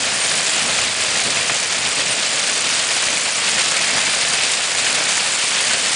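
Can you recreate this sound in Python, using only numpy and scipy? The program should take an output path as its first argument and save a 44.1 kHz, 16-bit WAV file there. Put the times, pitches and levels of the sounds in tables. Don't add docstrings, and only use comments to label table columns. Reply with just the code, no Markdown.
import sys
import numpy as np
from scipy import signal
from scipy.fft import rfft, irfft
from scipy.io import wavfile
from scipy.ndimage import uniform_filter1d

SR = 44100
rng = np.random.default_rng(int(sys.argv[2]) if len(sys.argv) > 2 else 0)


def master_out(mix):
    frames = np.transpose(np.atleast_2d(mix))
    ceiling = np.clip(frames, -1, 1)
    pcm = np.round(ceiling * 32767).astype(np.int16)
    wavfile.write(sys.argv[1], SR, pcm)


N = 262395
T = np.arange(N) / SR


def undb(db):
    return 10 ** (np.asarray(db) / 20)


def unit(x):
    return x / np.sqrt(np.mean(x ** 2))


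def curves(table):
    times, *columns = np.transpose(table)
    return [np.interp(T, times, column) for column in columns]


def walk(rate):
    hold = max(int(SR / rate), 2)
    steps = np.repeat(rng.standard_normal(N // hold + 1), hold)
    return unit(uniform_filter1d(steps, hold)[:N])


def band(x, lo_hz, hi_hz, order=3):
    return signal.sosfilt(signal.butter(order, [lo_hz, hi_hz], "band", fs=SR, output="sos"), x)


def resonance(x, hz, width_hz):
    return signal.lfilter(*signal.iirpeak(hz, hz / width_hz, fs=SR), x)


def colour(x, points, size=2048):
    hz, db = np.transpose(points)
    grid_hz = np.maximum(np.fft.rfftfreq(size, 1 / SR), 1)
    gain = undb(np.interp(np.log(grid_hz), np.log(hz), db))
    cepstrum = irfft(np.log(gain))
    cepstrum[1:size // 2] *= 2
    cepstrum[size // 2 + 1:] = 0
    response = irfft(np.exp(rfft(cepstrum)))
    return signal.fftconvolve(x, response)[:N]


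def fade(x, t60):
    keep = np.exp(-2 * np.log(1000) / (t60 * SR))
    return signal.lfilter([1 - keep], [1, -keep], x ** 2)


def impacts(rate, spread_db, range_db):
    lands = rng.random(N) < rate / SR
    nearness = rng.exponential(size=N)
    sign = rng.choice([-1, 1], N)
    return lands * sign * undb(range_db * np.tanh(spread_db * nearness / range_db))


def courtyard(x, t60, wet_db):
    return unit(x + undb(wet_db) * np.sqrt(fade(x, t60)) * rng.standard_normal(N))


def hail(rate_per_band=1500, waver_db=1.0, shatter_db=-3.0, bands=8):
    # frequency in Hz, gain in dB.
    paving = [(300, -26), (800, -7), (1100, -5), (1700, -1.5), (2500, 1), (3600, -1.5), (4800, -2.5),
              (6000, -11), (10000, -35)]
    ticks, edges_hz = 0, np.geomspace(600, 9000, bands + 1)
    for lo, hi in zip(edges_hz, edges_hz[1:]):
        hits = impacts(rate_per_band, spread_db=4.5, range_db=13.5) * undb(waver_db * walk(70))
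        ticks += band(courtyard(hits, t60=0.48, wet_db=-2), lo, hi)
    breaks = fade(impacts(330, spread_db=1.0, range_db=14.5), t60=0.054)
    chips = unit(impacts(9000, spread_db=1.0, range_db=10) * np.sqrt(breaks))
    return unit(colour(ticks + undb(shatter_db) * chips, paving))


def rain(droplet_rate=9000, splash_t60=0.016, big_db=-4, bands=6):
    # frequency in Hz, gain in dB.
    spatter = [(2000, -7.5), (3600, -13.5), (4700, -4), (5800, -2.5), (7300, 1), (8400, -2), (9800, -3),
               (11000, -27.5)]
    splashes, edges_hz = 0, np.linspace(3200, 10400, bands + 1)
    big = fade(unit(impacts(420, spread_db=23, range_db=17.5)), splash_t60)
    for lo, hi in zip(edges_hz, edges_hz[1:]):
        small = fade(unit(impacts(300, spread_db=4.0, range_db=1.0)), splash_t60)
        bursts = np.sqrt(small + undb(big_db) * big)
        droplets = impacts(droplet_rate, spread_db=4.0, range_db=10.0) * bursts
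        splashes += band(unit(droplets), lo, hi)
    return unit(colour(splashes, spatter))


def bins(rate_per_mode=600):
    # frequency in Hz, width in Hz, relative gain in dB.
    lid_modes = [(516, 170, 1), (648, 130, 3.5), (767, 31, -3.5), (946, 92, -15)]
    lids = 0
    for hz, width_hz, db in lid_modes:
        hits = impacts(rate_per_mode, spread_db=4.0, range_db=14.5)
        lids += undb(db) * resonance(courtyard(hits, t60=0.19, wet_db=-0.5), hz, width_hz)
    return unit(lids)


def thuds(rate=450):
    # frequency in Hz, gain in dB.
    dull_tone = [(45, -39.5), (80, -9.5), (120, -2.5), (190, 0.5), (260, 0.5), (340, -5), (500, -3.5),
                 (1000, -17.5)]
    hits = courtyard(impacts(rate, spread_db=2.0, range_db=19), t60=0.46, wet_db=-7.5)
    return unit(colour(hits, dull_tone))


def surges(slow_hz=5, fast_hz=24):
    return unit(band(rng.standard_normal(N), slow_hz, fast_hz, order=2))


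def wind(buffet_db=2.0, buffet_rate=14):
    # time in seconds, level in dB before the buffets.
    breeze = [(0, -52), (.28, -46), (.47, -55), (.85, -42.5), (1.0, -49), (1.38, -47), (1.62, -60),
              (1.8, -49), (2.15, -71), (3.0, -65), (4.2, -46.5), (4.5, -57), (5.55, -61), (5.95, -66)]
    # frequency in Hz, gain in dB.
    rumble_tone = [(18, -33), (30, -10), (55, -8), (80, -1), (140, -3.5), (400, -40)]
    breeze_db, = curves(breeze)
    buffets = undb(breeze_db + buffet_db * walk(buffet_rate))
    return buffets * unit(colour(rng.standard_normal(N), rumble_tone))


def thin_ring(hz=8722, steady_db=-44, ramp_s=0.004):
    # start in seconds, length in seconds, peak in dB.
    swells = [(.2, .065, -22.5), (2.1, .04, -23)]
    ring = undb(steady_db) * unit(resonance(rng.standard_normal(N), hz, width_hz=35))
    for start, length, db in swells:
        gate = np.clip(np.minimum(T - start, start + length - T) / ramp_s, 0, 1)
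        ring += undb(db) * gate * np.sin(2 * np.pi * hz * T)
    return ring


def big_stones(decay_s=0.0053, knock_s=0.0058, knock_hz=620, size=2048):
    # start in seconds, peak of the crack in dB, its pitch in Hz,
    # knock in dB relative to the crack.
    stones = [(.315, -16, 1750, -7), (.381, -12, 3000, -19), (.787, -9, 2000, -10.5),
              (1.021, -11, 3200, -20), (1.155, -12.5, 2040, -20), (1.195, -12, 2340, -22),
              (1.215, -8, 3200, -12), (1.304, -5, 7100, -24), (1.371, -7.5, 2820, -20),
              (1.496, -6, 2150, -10), (1.852, -13, 3470, -13), (1.994, -14, 2400, -7),
              (2.229, -11, 3190, -19), (2.496, -11, 2600, -17), (2.964, -10, 6500, -14),
              (3.085, -9.5, 2390, -11), (3.26, -11, 2330, -20), (3.483, -11, 2900, -20),
              (3.583, -10, 2670, -13), (3.98, -9, 2200, -18), (4.094, -11, 2970, -20),
              (4.25, -11, 2800, -13), (4.434, -6, 4500, -28), (4.517, -10, 7310, -22),
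              (4.535, -7, 4300, -24), (4.748, -15.5, 1970, -7), (4.865, -7, 2630, -18),
              (5.003, -9, 2300, -17), (5.177, -12.5, 1830, -19), (5.708, -10, 2280, -18)]
    out, t = np.zeros(N + size), T[:size]
    for start, db, hz, knock_db in stones:
        chips = rng.standard_normal(size) * np.exp(-t / decay_s)
        crack = band(chips, 0.54 * hz, 1.3 * hz, order=2)
        crack /= np.abs(crack).max()
        surface_hz = knock_hz * rng.uniform(0.75, 1.25)
        knock = np.sin(2 * np.pi * surface_hz * t) * np.exp(-t / knock_s)
        at = int(start * SR)
        out[at:at + size] += undb(db) * (crack + undb(knock_db) * knock)
    return out[:N]


def flurries():
    # centre in seconds, width in seconds, extra clatter in dB, extra thuds in dB.
    clumps = [(.69, 0.1, -1, 3), (1.29, .06, 0, 7.5), (1.384, .05, 1.8, 3), (1.518, 0.028, 0, 9),
              (1.858, 0.049, 3, 9.5), (1.994, .05, 4, 7), (3.57, 0.07, 0, 1.5), (3.95, 0.11, 1, 5.5),
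              (4.083, 0.028, 1.5, 4), (4.43, 0.098, 2, 1), (4.98, .08, 0, 5), (5.57, .04, 1.5, 1),
              (5.73, 0.17, 1.4, 3)]
    extra_clatter_db, extra_thud_db = 0, 0
    for centre, width, clatter_db, thud_db in clumps:
        hump = 2 ** -((2 * (T - centre) / width) ** 2)
        extra_clatter_db += clatter_db * hump
        extra_thud_db += thud_db * hump
    return extra_clatter_db, extra_thud_db


def scene(hail_surge_db=0.65, rain_surge_db=0.5, thuds_below_db=13.5, thuds_fade_db_per_s=0.53):
    # time in seconds, then base levels in dB of hail, rain and bins.
    shower = [(0, -21, -24, -33), (.55, -20, -21.5, -33), (.82, -19.5, -23.5, -33),
              (.95, -22.5, -23.5, -35.5), (1.05, -20.5, -22.5, -31.5), (1.4, -21.5, -23.5, -34.5),
              (1.65, -22, -22.5, -35), (1.93, -23, -24.5, -33.5), (2.1, -21.5, -24, -33.3),
              (2.7, -20.5, -22.5, -34), (3.15, -20.5, -22, -32.4), (3.33, -22.3, -24, -37.7),
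              (3.45, -19.5, -22, -34.5), (4.4, -20, -22.5, -32.5), (4.65, -21, -23.5, -34.5),
              (4.95, -19.5, -21.8, -32.6), (5.33, -21, -22, -34.6), (5.95, -20.5, -21.3, -34)]
    hail_db, rain_db, bins_db = curves(shower)
    extra_clatter_db, extra_thud_db = flurries()
    clatter = undb(hail_db + extra_clatter_db) * hail()
    spatter = undb(rain_db) * rain()
    drumming = undb(bins_db + 0.27 * extra_thud_db) * bins()
    patter = undb(hail_db + extra_thud_db - thuds_below_db - thuds_fade_db_per_s * T) * thuds()
    surge = surges()
    hailfall = undb(hail_surge_db * surge) * (clatter + drumming + patter)
    rainfall = undb(rain_surge_db * surge) * spatter
    mono = hailfall + rainfall + wind() + big_stones() + thin_ring()
    return np.array([mono, mono])


def record(dry, drive=0.87, top_hz=10050):
    rounded = np.tanh(drive * dry) / drive
    lowpass = signal.ellip(14, 0.1, 85, top_hz, fs=SR, output="sos")
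    return signal.sosfilt(lowpass, rounded)


dry = scene()
out = record(dry)
master_out(out)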